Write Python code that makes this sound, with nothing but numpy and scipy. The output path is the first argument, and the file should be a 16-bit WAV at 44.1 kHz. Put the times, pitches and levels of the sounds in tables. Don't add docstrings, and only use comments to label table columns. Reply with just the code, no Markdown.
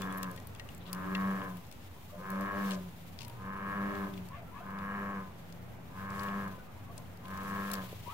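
import sys
import numpy as np
from scipy import signal
from scipy.fft import rfft, irfft
from scipy.io import wavfile
from scipy.ndimage import uniform_filter1d

SR = 44100
rng = np.random.default_rng(int(sys.argv[2]) if len(sys.argv) > 2 else 0)


def waveform_to_disk(signal):
    frames = np.transpose(np.atleast_2d(signal))
    scaled = np.clip(frames, -1, 1) * 32767
    samples = np.round(scaled).astype(np.int16)
    wavfile.write(sys.argv[1], SR, samples)


def volts_from_decibels(level):
    exponent = np.asarray(level, float) / 20
    return 10 ** exponent


N = 358765
TIME = np.arange(N) / SR
HZ = np.maximum(np.arange(N // 2 + 1) * SR / N, 1)

# start_s, length_s, top_pulse_hz, level_db
CROAKS = [
    (-.3, .73, 94.8, -41),
    (.84, 0.77, 97.1, -39),
    (2.13, 0.72, 99.8, -38),
    (3.34, .85, 100.3, -38.5),
    (4.56, .77, 100.4, -39.5),
    (5.87, .74, 99.93, -39.5),
    (7.19, .74, 99.56, -39.5),
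]
# attack_s, after_attack, top_share_of_length, before_release, release_s, linger_s, at_rest
# sac, overtones and throat levels in db, pitch in percent
SAC_CONTOUR = (0.1, -7.5, 0.64, -0.5, 0.14, 0.04, -27)
OVERTONE_CONTOUR = (0.12, -8.5, 0.57, -2, 0.13, 0, -19)
THROAT_CONTOUR = (.12, -6, .5, -3.5, 0.1451, 0, -26)
PITCH_CONTOUR = (0.1157, -4, 0.5, -0.75, 0.2, -0.02, -9)
SAC_DB, OVERTONE_DB = -1, -9.5
# multiple, level_db
OVERTONES = [(3, -1), (4, 0), (5, 0.5), (6, -0.5), (7, -3), (8, -3)]
# freq_hz, gain_db
THROAT = [(510, -53), (860, -15.5), (938, -10), (1050, -2), (1092, 4.5), (1170, -8.5), (1310, -2.5),
          (1470, -17), (1580, -2.5), (1660, -3.5), (1860, -10), (1990, -21.5), (2180, -15.5), (2620, -25.5),
          (2900, -22.5), (3770, -57), (6380, -120)]
FULL_PULSE_HZ, STRETCH_POWER = 99.5, .8
LIMP_CYCLES, JITTER_S, PUFF_DB = .017, .00006, -11
CATCH_S, CATCH_WIDTH_S, CATCH_DEPTH = 0.238, 0.02, 0.43

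# start_s, length_s, hum_db, cancels_at_s, beats_hz
BEATS = [
    (-.3, .55, -46, .35, -1.1),
    (0.865, 0.75, -36.5, 1.44, -2.5),
    (2.15, 0.79, -40.5, 2.51, -3),
    (3.681, 0.63, -41, 3.94, -4),
]
BEAT_LATE_S = [0.0025, 0.0031, 0.026, .1]
# start_s, length_s, pulse_hz, level_db
NEIGHBOUR = [
    (-.3, 0.72, 94.8, -50.5),
    (0.802, 0.82, 97.2, -48.5),
    (2.203, 0.704, 98.8, -48.5),
    (3.62, 0.68, 99.6, -47),
]
# multiple, level_db, left_lead_rad
NEIGHBOUR_LINES = [(3, 0, 1.67), (4, -3.5, 0.37), (6, -7, 0.91)]
# start_s, length_s, pulse_hz, centre_hz, width_hz, level_db
BUZZ = (0.86, 0.27, 93.5, 1200, 378, -51.5)

# start_s, start_hz, length_s, level_db, left_minus_right_db
RISING = [
    (4.3, 920, 0.075, -55.5, 8),
    (4.512, 929, .1, -55, 9),
    (4.6, 1230, .045, -60, 6.4),
    (8.078, 987, .052, -51, 5),
]
# start_s, start_hz, length_s, level_db,
# left_minus_right_db
GURGLES = [(2.12, 586, 0.063, -50.5, 2), (2.192, 510, .037, -54, 1), (2.31, 560, 0.15, -52, 2),
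           (2.532, 594, 0.07, -47.5, 0), (2.713, 588, .08, -51, 5), (3.184, 938, 0.19, -62.5, 6),
           (4.362, 670, 0.043, -57, 9), (4.412, 656, 0.032, -58, 0), (4.545, 982, 0.05, -58.5, 4),
           (4.3, 978, .04, -59, 6), (4.315, 1700, 0.06, -63, 6), (4.325, 2090, .065, -67, 4),
           (4.33, 2670, .045, -68, 6), (4.47, 1356, 0.049, -63, 6), (4.54, 1710, 0.06, -64, 6),
           (.02, 3340, 0.019, -56, 8), (.098, 3250, 0.019, -60, 8), (6.74, 938, 0.065, -68, 0),
           (6.85, 1100, .04, -67, 6), (6.975, 1010, .035, -62, 0), (4.604, 702, 0.013, -50.5, 2),
           (6.58, 1485, 0.038, -61.5, 2), (6.662, 1230, 0.067, -64, -6), (6.884, 678, .046, -63, 0),
           (6.89, 1125, .033, -60.5, 10), (6.975, 596, .023, -58, 0), (8.06, 977, 0.038, -50.5, 15),
           (8.116, 930, .03, -53, 9)]
RISE_RATIO, DRIFT_RATIO = 1.37, 1.02
# time_s, peak_db, swing_hz
THUMPS = [
    (6.581, -40, 453),
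    (7.837, -38, 448),
    (7.928, -32.5, 447),
    (8.077, -39, 450),
]

# ticks up to 2.7 s, ticks from 3.2 s on, #
# and further faint ticks near 1.6 s and 6.5 s; time_s, dull_db, middle_db, bright_db, airy_db
EARLY_TICKS = [(0.018, -46, -49, -48, -49), (0.1242, -57, -64, -52, -55), (0.174, -66, -64, -56, -45),
               (0.182, -60, -64, -57, -43), (0.2297, -45, -44, -43, -41), (0.242, -52, -60, -57, -61),
               (0.3132, -71, -61, -52, -50), (0.3615, -56, -62, -55, -56), (0.376, -52, -57, -61, -73),
               (0.4, -62, -62, -58, -64), (0.4707, -73, -62, -53.5, -48), (0.549, -53, -59, -55, -62),
               (0.56, -57, -64, -74, -71), (0.596, -46, -52, -56, -74), (0.6885, -48, -60, -60, -73),
               (0.7477, -74, -65, -55, -56), (0.7785, -73, -66, -58, -56), (0.9294, -47, -42, -41, -37),
               (0.9469, -55, -56, -56, -58), (1.1499, -35.5, -45, -62, -69), (1.4172, -52, -65, -74, -72),
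               (1.5701, -61, -61, -64, -53), (1.713, -56, -56, -56, -58), (2.3022, -61, -58, -53, -44),
               (2.317, -69, -64, -61, -52), (2.4094, -66, -58, -54, -49), (2.7082, -41.5, -45, -47, -58),
               (2.717, -44, -48, -53, -59)]
LATE_TICKS = [(3.1885, -49, -47, -57, -65), (3.2061, -48, -51, -56, -56), (3.217, -50, -50, -54, -62),
              (3.23, -52, -56, -56, -60), (3.248, -55, -52, -57, -59), (3.2799, -56, -63, -56, -49),
              (3.297, -56, -59, -58, -58), (3.9519, -53, -57, -65, -71), (4.1375, -52, -65, -74, -71),
              (4.1759, -50, -58, -69, -73), (4.2862, -63, -61, -58, -61), (4.7865, -55, -62, -64, -74),
              (5.5243, -70, -57, -61, -64), (6.103, -61, -58, -58, -69), (6.1938, -55, -47, -61, -68),
              (6.2332, -56, -57, -53, -52), (6.2841, -48, -57, -67, -70), (6.9785, -66, -51, -47, -60),
              (7.1721, -73, -64, -64, -64), (7.2549, -54, -63, -70, -71), (7.2818, -59, -65, -61, -62),
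              (7.305, -69, -75, -65, -71), (7.3736, -65, -58, -59, -58), (7.4325, -61, -68, -59, -54),
              (7.7, -54, -63, -61, -56), (7.7149, -51, -47, -43, -43), (7.7345, -48, -47, -41, -38),
              (7.738, -50, -44, -42.5, -38), (7.753, -61, -48, -58, -61)]
FAINT_TICKS = [(1.495, -72, -72, -64, -61), (1.65, -70, -61, -72, -72), (1.667, -70, -64, -62, -64),
               (1.724, -56, -56, -54, -58), (6.478, -66, -64, -58, -58)]
EARLY_PAN_DB, LATE_PAN_DB, FAINT_PAN_DB = 8.6, 10.8, 5.5
# low_hz, high_hz, mode_1_hz, mode_2_hz, t60_s
GEAR = [(2100, 3600, 2750, 3300, 0.036), (3840, 6000, 4300, 4700, 0.026), (5930, 10300, 7700, 9700, 0.019),
        (11000, 16000, 12200, 16000, 0.016)]
# start_s, length_s, low_hz, high_hz, level_db
SCRAPES = [
    (.8, .04, 2500, 4000, -62),
    (.853, .055, 2700, 4200, -57),
    (2.715, .045, 1800, 6500, -51),
    (3.19, .07, 3500, 6000, -60),
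    (4.31, .11, 1250, 2800, -60),
    (4.53, .09, 1300, 2800, -62),
    (6.13, .13, 2500, 15000, -61),
    (7.47, .05, 3000, 15000, -58),
    (8.085, .05, 1800, 3200, -59),
]
SLIPS_HZ = 105
# time_s, level_db
KNOCKS = [
    (.376, -54),
    (.597, -48.5),
    (.688, -63),
    (1.15, -42),
]
# freq_hz, level_db, t60_s
ROD = [(1900, 3, 0.11), (2110, 0, 0.055), (2726, 2, 0.05), (4230, -1, 0.033)]

# time_s, over_rest_db
RUSTLE = [(0, 6.5), (.25, 2.5), (.63, -1), (1.25, 5.5), (2.0, -.5), (2.5, 5), (2.7, 12), (2.82, 2.5),
          (3.56, 0), (4.03, 5.5), (4.4, -2.5), (5.03, 1), (5.8, -3), (6.22, 6.5), (6.68, 0), (7.23, 0.5),
          (7.7, 10), (8.14, 6)]
# low_hz, high_hz, rest_db, follows_motion_ratio
CLOTH = [(1890, 3960, -68.5, 1.08), (4220, 7900, -74, 1.04), (10670, 29000, -67, 1.03)]
HISS_TOP_HZ = 15775

# freq_hz, density_db
NIGHT = [(12, -55), (20, -16), (27, -20), (49, -12), (76, -6.5), (103, -8), (180, -9.5), (250, -11),
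         (310, -18.5), (594, -18), (793, -19), (1180, -23), (4000, -33), (5200, -71), (8800, -120)]
NIGHT_DB = -51.5
# freq_hz, width_hz, level_db
HUM = [(93.4, 9.3, -56), (118.26, 3.1, -59.5), (170.1, 3.2, -58)]
# freq_hz, correlation
LIKENESS = [(60, 0.85), (130, 0.99), (290, 0.4), (640, 0.35), (1400, 0.045), (3000, 0.025)]


def bullfrog():
    start_s, length_s, top_hz, croak_db = np.transpose(CROAKS)
    calling = sum(1. * (TIME >= s) * (TIME <= s + d + .04) for s, d in zip(start_s, length_s))
    calling = uniform_filter1d(calling, size=900)
    sac = volts_from_decibels(croak_contour(SAC_CONTOUR, croak_db + SAC_DB)) * calling
    overtones = volts_from_decibels(croak_contour(OVERTONE_CONTOUR, croak_db + OVERTONE_DB)) * calling
    throat = volts_from_decibels(croak_contour(THROAT_CONTOUR, croak_db)) * calling

    top_percent = 100 * (top_hz / FULL_PULSE_HZ - 1)
    pulse_hz = FULL_PULSE_HZ * (1 + croak_contour(PITCH_CONTOUR, top_percent) / 100)
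    cycles = np.cumsum(pulse_hz * (1 + 0.00314 * walk(30))) / SR
    limp = LIMP_CYCLES * (1 + .25 * walk(6)) * np.sin(2 * np.pi * cycles / 3 + 1.16 * walk(7))
    puff = rng.standard_normal((3, N)) * np.exp(-(cycles % 1) / .9)

    hum = sac_hum(sac, cycles, pulse_hz)
    nasal = nasal_throat(throat, cycles + limp, puff[0])
    upper = partials(cycles + limp, OVERTONES, rough=.3, apart=.15, rate=40, spread=1.3)
    upper = upper + level(band(puff[0] + .5 * puff[1:], 230, 900), -8)
    upper = overtones * upper
    echo = volts_from_decibels(-12) * banks(upper.mean(axis=0), t60=.2, wet_db=20)
    bright = banks(throat * nasal, t60=.09, wet_db=-3.5)
    return pan(np.sqrt(2) * hum, 0.52, lag=3.5) + pan(upper, 1.7, lag=4) + pan(bright, 1.5, lag=5.7) + echo


def sac_hum(sac, cycles, pulse_hz):
    hum = sac * np.sin(4 * np.pi * cycles) * volts_from_decibels(1.25 * walk(30))
    for (start_s, length_s, hum_db, cancels_s, beats_hz), late_s in zip(BEATS, BEAT_LATE_S):
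        late_hz = np.interp(TIME - late_s, TIME, pulse_hz)
        drift = np.cumsum(2 * (late_hz - pulse_hz) + beats_hz) / SR
        drift = drift - drift[int(cancels_s * SR)]
        arch = np.sin(np.pi * np.clip((TIME - start_s) / length_s, 0, 1)) ** 0.65
        hum = hum - volts_from_decibels(hum_db) * arch * np.sin(4 * np.pi * cycles + 2 * np.pi * drift)
    return hum


def nasal_throat(throat, fold_cycles, puff):
    stretch = 1 + (croak_contour(PITCH_CONTOUR, np.zeros(len(CROAKS))) + .8) / 100
    clock = np.cumsum(stretch ** STRETCH_POWER)
    closures = clock[np.flatnonzero(np.diff(np.floor(fold_cycles)))]
    chance = rng.standard_normal((N // 200, 2))[:len(closures)]
    at = np.clip(closures + JITTER_S * SR * chance[:, 0], 0, N - 1).astype(int)
    pulses = np.zeros(N)
    pulses[at] = volts_from_decibels(.7 * chance[:, 1])
    nasal = level(causal(level(pulses, 0) + level(puff, PUFF_DB), THROAT), 0)
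    nasal = np.interp(clock, np.arange(N), nasal)
    effort = np.minimum(throat / volts_from_decibels(-43), 1) ** .3
    nasal = nasal - (1 - effort) * band(nasal, 1130, 2800)
    catch = CATCH_DEPTH * sum(np.exp(-((TIME - row[0] - CATCH_S) / CATCH_WIDTH_S) ** 2) for row in CROAKS)
    return nasal - catch * band(nasal, 1460, 2100)


def croak_contour(rule, tops):
    attack_s, entry, share, sag, release_s, linger_s, rest = rule
    start_s, length_s = np.transpose(CROAKS)[:2, :, None]
    offset_s = np.array([0, attack_s, 0, -release_s, linger_s])
    points_s = start_s + offset_s + length_s * np.array([0, 0, share, 1, 1])
    values = tops[:, None] + [rest, entry, 0, sag, rest]
    return np.interp(TIME, points_s.ravel(), values.ravel())


def partials(cycles, table, rough, apart, rate, spread):
    out = 0
    for k, db in table:
        both, left, right = (walk(rate) + 1j * walk(rate) for _ in range(3))
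        waver = 1 + rough * both + apart * np.array([left, right])
        out = out + volts_from_decibels(db) * (waver * np.exp(2j * np.pi * k * cycles + 1j * spread * k * k)).real
    return level(out, 0)


def neighbour():
    start_s, length_s, pulse_hz, centre_hz, width_hz, db = BUZZ
    closures = np.diff(np.floor(TIME * pulse_hz), prepend=0)
    rung = band(closures, centre_hz - width_hz / 2, centre_hz + width_hz / 2)
    rung = rung + .5 * band(closures, 1630, 1870)
    out = pan(level(rung, db) * np.sin(np.pi * np.clip((TIME - start_s) / length_s, 0, 1)), 2)
    for start_s, length_s, pulse_hz, db in NEIGHBOUR:
        on = (TIME > start_s) & (TIME < start_s + length_s)
        arch = np.sin(np.pi * (TIME[on] - start_s) / length_s)
        cycles = np.cumsum(pulse_hz * (.93 + .07 * arch ** 0.622)) / SR
        for k, line_db, lead_rad in NEIGHBOUR_LINES:
            phase = 2 * np.pi * k * cycles + np.array([[lead_rad], [-lead_rad]]) / 2
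            out[:, on] += volts_from_decibels(db + line_db + 3 * walk(18)[on]) * arch ** 0.85 * np.sin(phase)
    return out


def gurgles():
    out = np.zeros((2, N))
    lapping = [(a * 8, 300 + 900 * b, .02 + .03 * c, -71 + 6 * d, 8 * (c - .5), 1.1)
               for a, b, c, d in rng.random((70, 4))]
    pockets = [(*row, RISE_RATIO) for row in RISING] + [(*row, DRIFT_RATIO) for row in GURGLES] + lapping
    for start_s, hz, length_s, db, pan_db, glide in pockets:
        i = int(start_s * SR)
        u = np.arange(int(length_s * SR)) / (length_s * SR)
        bend = 1 + (glide - 1) * u ** .8 + 0.024 * np.sin(60 * length_s * u + 9 * start_s)
        phase = 2 * np.pi * np.cumsum(hz * bend) / SR
        wobble = 1 + .5 * np.sin(2 * np.pi * (85 * length_s * u + start_s))
        ring = np.sin(phase) + .7 * (glide - 1) * u * np.sin(2.1 * phase)
        blip = pan(volts_from_decibels(db + 3) * wobble * np.sin(np.pi * u) ** .6 * ring, pan_db)
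        out[:, i:i + len(u)] += blip[:, :N - i]
    out = out + volts_from_decibels(-3) * banks(out.mean(axis=0), t60=.18, wet_db=10)
    for time_s, db, hz in THUMPS:
        u = (TIME - time_s) * hz - .8
        out += volts_from_decibels(db) * np.exp(-(u / 0.56) ** 2) * np.cos(2 * np.pi * u)
    return out


def ticks():
    size = 2048
    out, u = np.zeros((2, N + size)), TIME[:size]
    groups = (EARLY_PAN_DB, EARLY_TICKS), (LATE_PAN_DB, LATE_TICKS), (FAINT_PAN_DB, FAINT_TICKS)
    rows = np.array([(*row, pan_db) for pan_db, group in groups for row in group])
    sound = 0
    for k, (lo_hz, hi_hz, *modes_hz, t60) in enumerate(GEAR):
        noise = rng.standard_normal((len(rows), 3, size))
        odd = rng.standard_normal((len(rows), 2, 4, 1))
        fade = (volts_from_decibels(-100 * u / t60) + 0.06 * volts_from_decibels(-60 * u / 0.1)) * np.minimum(u / 0.00076, 1)
        crack = (noise[:, :1] + 1.1 * noise[:, 1:]) * fade
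        part = band(crack, lo_hz, hi_hz) * np.sqrt(SR / 2 / (hi_hz - lo_hz))
        for j, hz in enumerate(modes_hz):
            phase = 2 * np.pi * hz * (1 + .04 * odd[:, :1, j]) * u + odd[:, :, j]
            decay = volts_from_decibels(5.4 * odd[:, :1, j + 2] - 60 * u / t60)
            part = part + 0.63 * decay * np.sin(phase) * np.minimum(u / 0.0004, 1)
        onset = np.sqrt(np.mean(part[..., :170] ** 2, axis=(1, 2)))
        sound = sound + part * (volts_from_decibels(rows[:, k + 1] - 2.0) / onset)[:, None, None]
    for row, tick in zip(rows, sound):
        i = int(row[0] * SR)
        out[:, i:i + size] += pan(tick, row[5], lag=4)
    return out[:, :N]


def scrapes():
    size = 8192
    out, t = np.zeros((2, N + size)), TIME[:size]
    for start_s, length_s, lo_hz, hi_hz, db in SCRAPES:
        steps = np.cumsum(np.repeat(rng.uniform(.5, 1.6, 32), 256)) * SLIPS_HZ / SR
        slips = .3 + .6 * np.exp(-(steps % 1) / .3)
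        slips = slips * np.sin(np.pi * np.minimum(t / length_s, 1)) ** .5
        scrape = band(rng.standard_normal((2, size)) * slips, lo_hz, hi_hz) * np.sqrt(SR / (hi_hz - lo_hz))
        i = int(start_s * SR)
        out[:, i:i + size] += volts_from_decibels(db + 4) * pan(scrape, 6)
    return out[:, :N]


def rod():
    out, t = np.zeros(N), TIME[:8192]
    for time_s, db in KNOCKS:
        ring = sum(volts_from_decibels(db + g - 60 * t / t60) * np.sin(2 * np.pi * hz * t) for hz, g, t60 in ROD)
        out[int(time_s * SR):][:8192] += ring
    return pan(out, 7.1, lag=5.2)


def rustle():
    motion_db = np.interp(TIME, *np.transpose(RUSTLE))
    flicker_db, out = 1.07 * walk(25) + 1.2 * walk(90), 0
    for lo_hz, hi_hz, rest_db, follows in CLOTH:
        hiss = level(band(rng.standard_normal((2, N)), lo_hz, hi_hz), 2.6)
        gain_db = rest_db + follows * motion_db + flicker_db + 0.5 * walk(6.8)
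        out = out + volts_from_decibels(gain_db) * pan(hiss, 2.5)
    return irfft(rfft(out) * (HZ < HISS_TOP_HZ), N)


def night():
    lines = sum(volts_from_decibels(db) / np.sqrt(w) / np.hypot(1, ((HZ - f) / w * 2) ** 2) for f, w, db in HUM)
    broad = volts_from_decibels(over_hz(NIGHT)) / np.hypot(1, (HZ / 2600) ** 4)
    broad = broad * volts_from_decibels(NIGHT_DB + 0.5) / np.sqrt(np.sum(broad ** 2) * SR / N)
    colour = np.hypot(broad, lines)
    alike = np.clip(over_hz(LIKENESS), 0, 1)
    mid, side = (irfft(rfft(rng.standard_normal(N)) * colour * np.sqrt(SR / 4 * (1 + c)), N)
                 for c in (alike, -alike))
    return np.array([mid + side, mid - side]) * volts_from_decibels(0.81 * walk(4.07))


def banks(x, t60, wet_db):
    t = np.arange(int(.25 * SR)) / SR
    tail = rng.standard_normal((2, len(t))) * volts_from_decibels(-60 * t / t60) * (t > .004)
    tail = tail / np.sqrt(np.sum(tail ** 2, axis=1, keepdims=True))
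    wet = signal.fftconvolve(x[None], tail, axes=1)[:, :N]
    return (x + volts_from_decibels(wet_db) * wet) / np.sqrt(1 + volts_from_decibels(2 * wet_db))


def pan(x, db, lag=0):
    x = np.broadcast_to(x, (2, x.shape[-1]))
    return np.array([np.roll(x[0], lag) * volts_from_decibels(db / 2), x[1] * volts_from_decibels(-db / 2)])


def causal(x, table):
    hz, db = np.transpose(table)
    gain_db = np.interp(np.log(np.arange(1, 4098) * SR / 8192), np.log(hz), np.maximum(db, -60))
    cepstrum = irfft(np.log(volts_from_decibels(gain_db)))
    cepstrum[1:4096] *= 2
    cepstrum[4097:] = 0
    response = irfft(np.exp(rfft(cepstrum)))[:4096]
    return signal.fftconvolve(x, response)[:N]


def walk(rate):
    k = int(SR / rate / 20)
    steps = np.repeat(rng.standard_normal(N // k // 20 + 2), k)
    steps = uniform_filter1d(uniform_filter1d(steps, k), k)
    return 1.276 * np.interp(TIME, np.arange(len(steps)) * 20 / SR, steps)


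def band(x, lo_hz, hi_hz):
    return signal.sosfilt(signal.butter(2, [lo_hz, min(hi_hz, .45 * SR)], "band", fs=SR, output="sos"), x)


def level(x, db):
    return x * volts_from_decibels(db) / np.sqrt(np.mean(x ** 2))


def over_hz(table):
    hz, value = np.transpose(table)
    return np.interp(np.log(HZ), np.log(hz), value)


def scene():
    return bullfrog() + neighbour() + gurgles() + ticks() + scrapes() + rod() + rustle() + night()


def band_limit(x):
    return signal.sosfilt(signal.butter(12, 16650, fs=SR, output="sos"), x)


def record(dry):
    top_cut = signal.ellip(10, .3, 70, 16150, fs=SR, output="sos")
    mix = signal.sosfilt(top_cut, dry) - .0019
    return band_limit(mix)


dry = scene()
out = record(dry)
waveform_to_disk(out)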